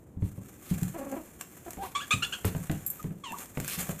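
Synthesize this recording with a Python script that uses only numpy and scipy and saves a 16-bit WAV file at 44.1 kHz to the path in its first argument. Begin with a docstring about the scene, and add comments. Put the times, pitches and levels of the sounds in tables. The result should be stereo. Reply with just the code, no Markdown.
"""Ferrets wrestling in a plastic tub

Two ferrets wrestle in loose, grainy bedding, heard from above in a quiet room. One whimpers,
then squeals in a quick run of squeaks, its vocal folds driving the resonances of its throat.
Bodies slide in the tub and thump it, exciting its modes; grains hiss and spatter on its walls.
Something small and hard clinks, and near the end claws scrape once."""
import sys
import numpy as np
from scipy import signal
from scipy.fft import rfft, irfft
from scipy.io import wavfile

SR = 44100
rng = np.random.default_rng(int(sys.argv[2]) if len(sys.argv) > 2 else 0)


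def unload_wav(signal):
    """Save mono or channel-first audio to the path in sys.argv[1] as 16-bit WAV at rate SR, clipped to [-1, 1]."""
    wavfile.write(
        sys.argv[1],
        SR,
        np.round(np.clip(np.atleast_2d(signal).T, -1, 1) * 32767).astype(np.int16),
    )


N = 176400


def call(overtones_db, curve, tract, jitter, flutter_hz, rasp_db, tremor_db=0, sway=0):
    """Source and filter: the vocal tract shapes the folds' harmonics and a rasp pulsed at their pitch."""
    times, pitch, level = np.transpose(curve)
    start, end, edge_s = min(times), max(times), .004
    t = np.arange(start * SR, (end + edge_s / 2) * SR) / SR
    n = len(t)
    hz = np.interp(t, times, pitch)
    turns = np.cumsum(hz * np.exp(jitter * wander(n, flutter_hz))) / SR
    k = np.arange(1, 11)[:, None]  # harmonic numbers
    mouth = np.exp(sway * wander(n, flutter_hz))  # shifts the resonances
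    gains = amp(read(tract, k * hz * mouth) + overtones_db * (k > 1))
    partials = gains * sine(k * turns + rng.random(k.shape))
    breath = colour(rng.standard_normal(n), [(min(pitch) / 2, -20)] + list(tract))
    rasp = breath * (1 + sine(turns)) * amp(overtones_db + rasp_db)
    gate = np.minimum(np.minimum(t - start, max(t) - t) / edge_s, 1)
    loudness = amp(np.interp(t, times, level) + tremor_db * wander(n, flutter_hz))
    return start, (sum(partials) + rasp) * gate * loudness


# High and low calls: (overtone gain [dB], curve of (time [s], pitch [Hz], level [dB]))
SQUEAKS = [ (-22.5, [(1.782, 767, -46), (1.82, 800, -36), (1.852, 1110, -37.5)]),
           (-1.5, [(1.949, 1068, -27.5), (1.966, 1159, -29.5), (1.998, 1134, -42.5), (2.02, 1688, -36),
           (2.05, 1650, -44)]), (7, [(2.106, 1093, -28), (2.122, 1279, -30.5), (2.142, 1186, -32)]),
           (5.5, [(2.221, 1340, -35.5), (2.233, 1402, -29.5), (2.24, 1654, -41), (2.252, 1700, -31)]),
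           (4.5, [(2.323, 1362, -34), (2.338, 1673, -35.5), (2.355, 1416, -44)]), (-19, [(2.993, 1280, -44),
           (3.008, 1242, -43)]), (-2.5, [(3.236, 1141, -36), (3.275, 918, -43.5), (3.326, 873, -48.5)]),
           (-32, [(3.324, 812, -28.5), (3.345, 1188, -40), (3.36, 936, -45)])]
WHIMPERS = [ (3.5, [(.942, 299.6, -42.5), (.962, 340.5, -43), (.995, 265.7, -42), (1.04, 286, -44.5)]),
            (-0.5, [(1.035, 284, -45.5), (1.1, 275.5, -43), (1.135, 268, -41), (1.175, 327.8, -39),
            (1.215, 301, -51)]), (4.5, [(1.661, 346, -42), (1.678, 341.6, -46.5), (1.697, 346, -52)]),
            (13.5, [(1.82, 401.3, -43.5), (1.87, 370, -54)])]
# Spectral colour of a squeak and of a whimper: (frequency [Hz], gain [dB])
THROAT = [(1400, 0.5), (2100, -12), (2700, 3.5), (3500, -5), (4800, -23.5), (7100, -7), (14000, -30.5)]
MUZZLE = [(300, 2.5), (850, -8), (1150, -18), (1600, -18.5), (3000, -31.5)]

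def voice():
    """Phonation: fast, jittering vocal folds squeak; slower, trembling ones whimper."""
    out = np.zeros(N)
    for row in SQUEAKS:
        add(out, *call(*row, THROAT, jitter=.023, flutter_hz=500, rasp_db=-12))
    for row in WHIMPERS:
        add(out, *call(*row, MUZZLE, jitter=.035, flutter_hz=80, rasp_db=-15, tremor_db=3.3, sway=.12))
    return out


# Bodies hitting the tub: (time [s], boom level [dB], boom pitch [Hz], knock level [dB])
THUMPS = [(0.168, -24.5, 84, -50), (0.222, -16.5, 97.6, -38), (0.377, -26.5, 118, -43.5),
          (0.712, -17, 165.4, -34.5), (.821, -18, 147, -52), (1.771, -35.5, 68.6, -36.5),
          (2.137, -21, 134.6, -39), (2.446, -19.5, 97.4, -23), (2.549, -18, 148, -32.5),
          (2.697, -15.5, 155, -26.5), (3.042, -20, 155.6, -36), (3.107, -29.5, 192, -40.5),
          (3.31, -40.5, 193, -40), (3.573, -20.5, 142, -29), (3.777, -28, 158, -44),
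          (3.891, -22.5, 161, -31)]
# Modes of the tub: (frequency [Hz], level [dB])
TUB_MODES = [(63, -16.5), (102, -14.5), (190, -10.5), (275, -17)]
# Spectra of the plastic's crack and the tub's hollow tone: (frequency [Hz], level [dB])
CRACK = [(1100, 1.5), (2800, -2.5), (4500, -18), (12000, -41)]
HOLLOW = [(120, -6), (350, -1), (600, -9), (5000, -45.5)]

def thumps():
    """Impact excitation: a struck panel booms and wakes the tub's damped modes; hard knocks crack."""
    out, t = np.zeros((2, N)), tail_time()
    for start, boom_db, hz, knock_db in THUMPS:
        panel = sine(hz * t) * dying(t, .082)
        modes = sum(amp(db) * sine(f * t * rng.uniform(.94, 1.03) + rng.random()) for f, db in TUB_MODES)
        boom = amp(boom_db) * (panel + modes * dying(t, .18))
        hardness = amp(min(knock_db + 30, 0))  # cracks fully from -30 dB up
        crack = colour(narrow_bass(noise(len(t))), CRACK) * dying(t, .022) * hardness
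        hollow = colour(narrow_bass(noise(len(t))), HOLLOW) * dying(t, .1) * amp(-1)
        rise = np.tanh(t / .0027)
        add(out, start, boom * rise + amp(knock_db) * (hollow * rise + crack))
    return out


def grains(n, per_s=4000, spread_db=3.7, share=.45):
    """Shot noise: dense random ticks of uneven size, partly shared by both sides."""
    shape = (3, n)
    ticks = (rng.random(shape) < per_s / SR) * np.sign(rng.standard_normal(shape))
    sizes = amp(spread_db * np.minimum(rng.exponential(size=shape), 5))
    shared, *own = ticks * sizes
    return np.sqrt(share) * shared + np.sqrt(1 - share) * np.array(own)


# Envelope of the stirred bedding, and grains flung at the wall: (time [s], level [dB])
STIRRING = [(0, -67.5), (.2, -75.5), (.25, -53), (.33, -60.5), (.44, -56), (.6, -56), (.72, -46),
            (1.3, -54.5), (1.8, -53), (2.5, -47.5), (3.0, -51.5), (3.2, -63.5), (3.37, -48), (3.405, -39),
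            (3.45, -52.5), (3.56, -52.5), (3.7, -46), (3.81, -35), (3.93, -47)]
SPATTERS = [(.832, -41), (.882, -50.5), (1.116, -50.5), (1.411, -41.5), (1.707, -45.5), (1.733, -49.5),
            (2.452, -36.5), (2.567, -52), (2.715, -45), (3.028, -51), (3.321, -48), (3.386, -44.5),
            (3.458, -52), (3.601, -41.5), (3.646, -42.5), (3.679, -38)]
# Swishes of sliding bodies, and last a scrape of claws: (peak time [s], half width [s], level [dB])
SLIDES = [(0.259, 0.021, -54), (0.704, 0.047, -45.5), (1.861, 0.052, -46.5), (2.471, 0.022, -37),
          (3.737, 0.082, -34.5)]
# Spectra of grains and of sliding friction: (frequency [Hz], level [dB])
BEDDING = [(300, 1.5), (2000, 3.5), (4900, -11.5), (7100, 5.5), (9800, -1), (14300, 2)]
FRICTION = [(500, -15), (2400, 3.5), (5000, -4.5), (12000, 0.5)]

def bedding_and_slides():
    """Collision and friction: grains shift in clumps and hit the wall; bodies slide, then claws scrape."""
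    t, age = np.arange(N) / SR, tail_time()
    clumps = amp(2.6 * wander(N, hz=40))
    out = colour(grains(N), BEDDING) * clumps * amp(np.interp(t, *np.transpose(STIRRING)))
    for start, db in SPATTERS:
        slap = amp(18) * dying(age, .011) * colour(noise(len(age)), BEDDING)
        scatter = .5 * dying(age, .13) * colour(grains(len(age)), BEDDING)
        add(out, start, amp(db) * (slap + scatter))
    swells = sum(amp(db) * np.exp(-np.square((t - peak) / width)) for peak, width, db in SLIDES)
    return out + colour(grains(N), FRICTION) * clumps * swells


# Bounces of a small hard object: (time [s], level [dB])
CLINKS = [(2.864, -18.5), (2.878, -25.5), (2.902, -21)]
# Its modes: (frequency [Hz], level [dB])
CLINK_MODES = [(7400, 6.5), (10700, 8), (12500, 17.5), (13600, 14)]

def clinks():
    """Free vibration: each bounce gives a scratchy tick and a high, quickly damped ring."""
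    out, t = np.zeros((2, N)), tail_time()
    for start, level in CLINKS:
        ring = unit(sum(amp(db) * sine(hz * t + rng.random()) for hz, db in CLINK_MODES))
        tick = amp(6) * colour(noise(len(t)), [(5000, -23)] + list(CLINK_MODES))
        add(out, start, amp(level) * unit(ring + tick) * dying(t, t60=.035))
    return out


def echoes(x, db, t60, delay_s):
    """Reverberation: convolution with sparse reflections of random sign that decay exponentially."""
    t = tail_time()
    signs = np.sign(noise(len(t)))
    taps = (rng.random(signs.shape) < 3000 / SR) * signs * dying(t, t60) * (t > delay_s)
    taps = narrow_bass(unit(taps) / np.sqrt(len(t)))
    return amp(db) * np.array([signal.fftconvolve(side, tap)[:N] for side, tap in zip(x, taps)])


# Spectrum of the quiet room: (frequency [Hz], level [dB])
HUSH = [(25, -24), (65, -2.5), (300, -5.5), (14000, -66.5)]

def hush():
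    """Ambient noise: faint, steady and strongest in the bass."""
    return amp(-53.5) * colour(narrow_bass(noise(N)), HUSH)


def narrow_bass(pair, corner_hz=1100):
    """Spatial coherence: both microphones hear nearly the same bass but different treble."""
    n = len(pair.T)
    same = .9 / (1 + (freqs(n) / corner_hz) ** 2)
    left, right = rfft(pair)
    return irfft(np.array([left, same * left + np.sqrt(1 - same ** 2) * right]), n)


def colour(x, points):
    """Filters a signal by a spectrum, at rms 1."""
    n = len(x.T)
    return unit(irfft(rfft(x) * amp(read(points, freqs(n))), n))


def wander(n, hz):
    """Random drift: noise low-passed at hz, at rms near 1."""
    return unit(irfft(rfft(rng.standard_normal(N)) / (1 + (freqs(N) / hz) ** 4), N))[:n]


def read(points, hz):
    """Interpolates a spectrum on a log-frequency axis."""
    f, value = np.transpose(points)
    return np.interp(np.log1p(hz), np.log1p(f), value)


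def dying(t, t60):
    """Exponential decay of 60 dB in t60 seconds."""
    return np.exp(-np.log(1000) * t / t60)


def add(mix, start, sound):
    """Superposes a sound from start seconds on."""
    part = mix[..., round(start * SR):][..., :len(sound.T)]
    part += sound[..., :len(part.T)]


def amp(db):
    """Decibels to gain."""
    return 10 ** (np.asarray(db) / 20)


def unit(x):
    """Scales to rms 1."""
    return x / np.sqrt(np.mean(x ** 2) + 1e-20)


def freqs(n):
    """Frequencies of the spectrum of n samples."""
    return np.fft.rfftfreq(n, 1 / SR)


def sine(turns):
    """Sine of a phase in turns."""
    return np.sin(2 * np.pi * turns)


def noise(n):
    """White noise, uncorrelated left and right."""
    return rng.standard_normal((2, n))


def tail_time():
    """Time since a blow, up to half a second."""
    return np.arange(SR // 2) / SR


def scene():
    """Superposition: direct sound, reflections from tub and room, and the calls ringing on in the tub."""
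    ferret, bodies = voice(), thumps()
    calls = np.array([ferret, np.roll(ferret, 2)])  # two samples later on the right
    near = calls + bedding_and_slides() + clinks()
    background = hush()
    walls = echoes(near, db=-4, t60=.07, delay_s=.001)
    room = echoes(near, db=-10, t60=.36, delay_s=.01)
    call_ring = echoes(calls, db=-10, t60=.22, delay_s=.001)
    thump_tails = echoes(bodies, db=-4.5, t60=.37, delay_s=.01)
    return near + bodies + walls + room + call_ring + thump_tails + background


# Balance of the two sides: (frequency [Hz], left minus right [dB])
TILT = [(1200, -.4), (3500, 3), (8000, -2.5)]

def record(dry):
    """Frequency response: left and right differ in colour; the highest treble is cut off."""
    tilt = read(TILT, freqs(N)) / 2
    heard = irfft(rfft(dry) * amp([tilt, -tilt]), N)
    lowpass = signal.firwin(255, 14850, window=("kaiser", 9), fs=SR)
    return signal.oaconvolve(heard, lowpass[None], "same")


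dry = scene()
out = record(dry)
unload_wav(out)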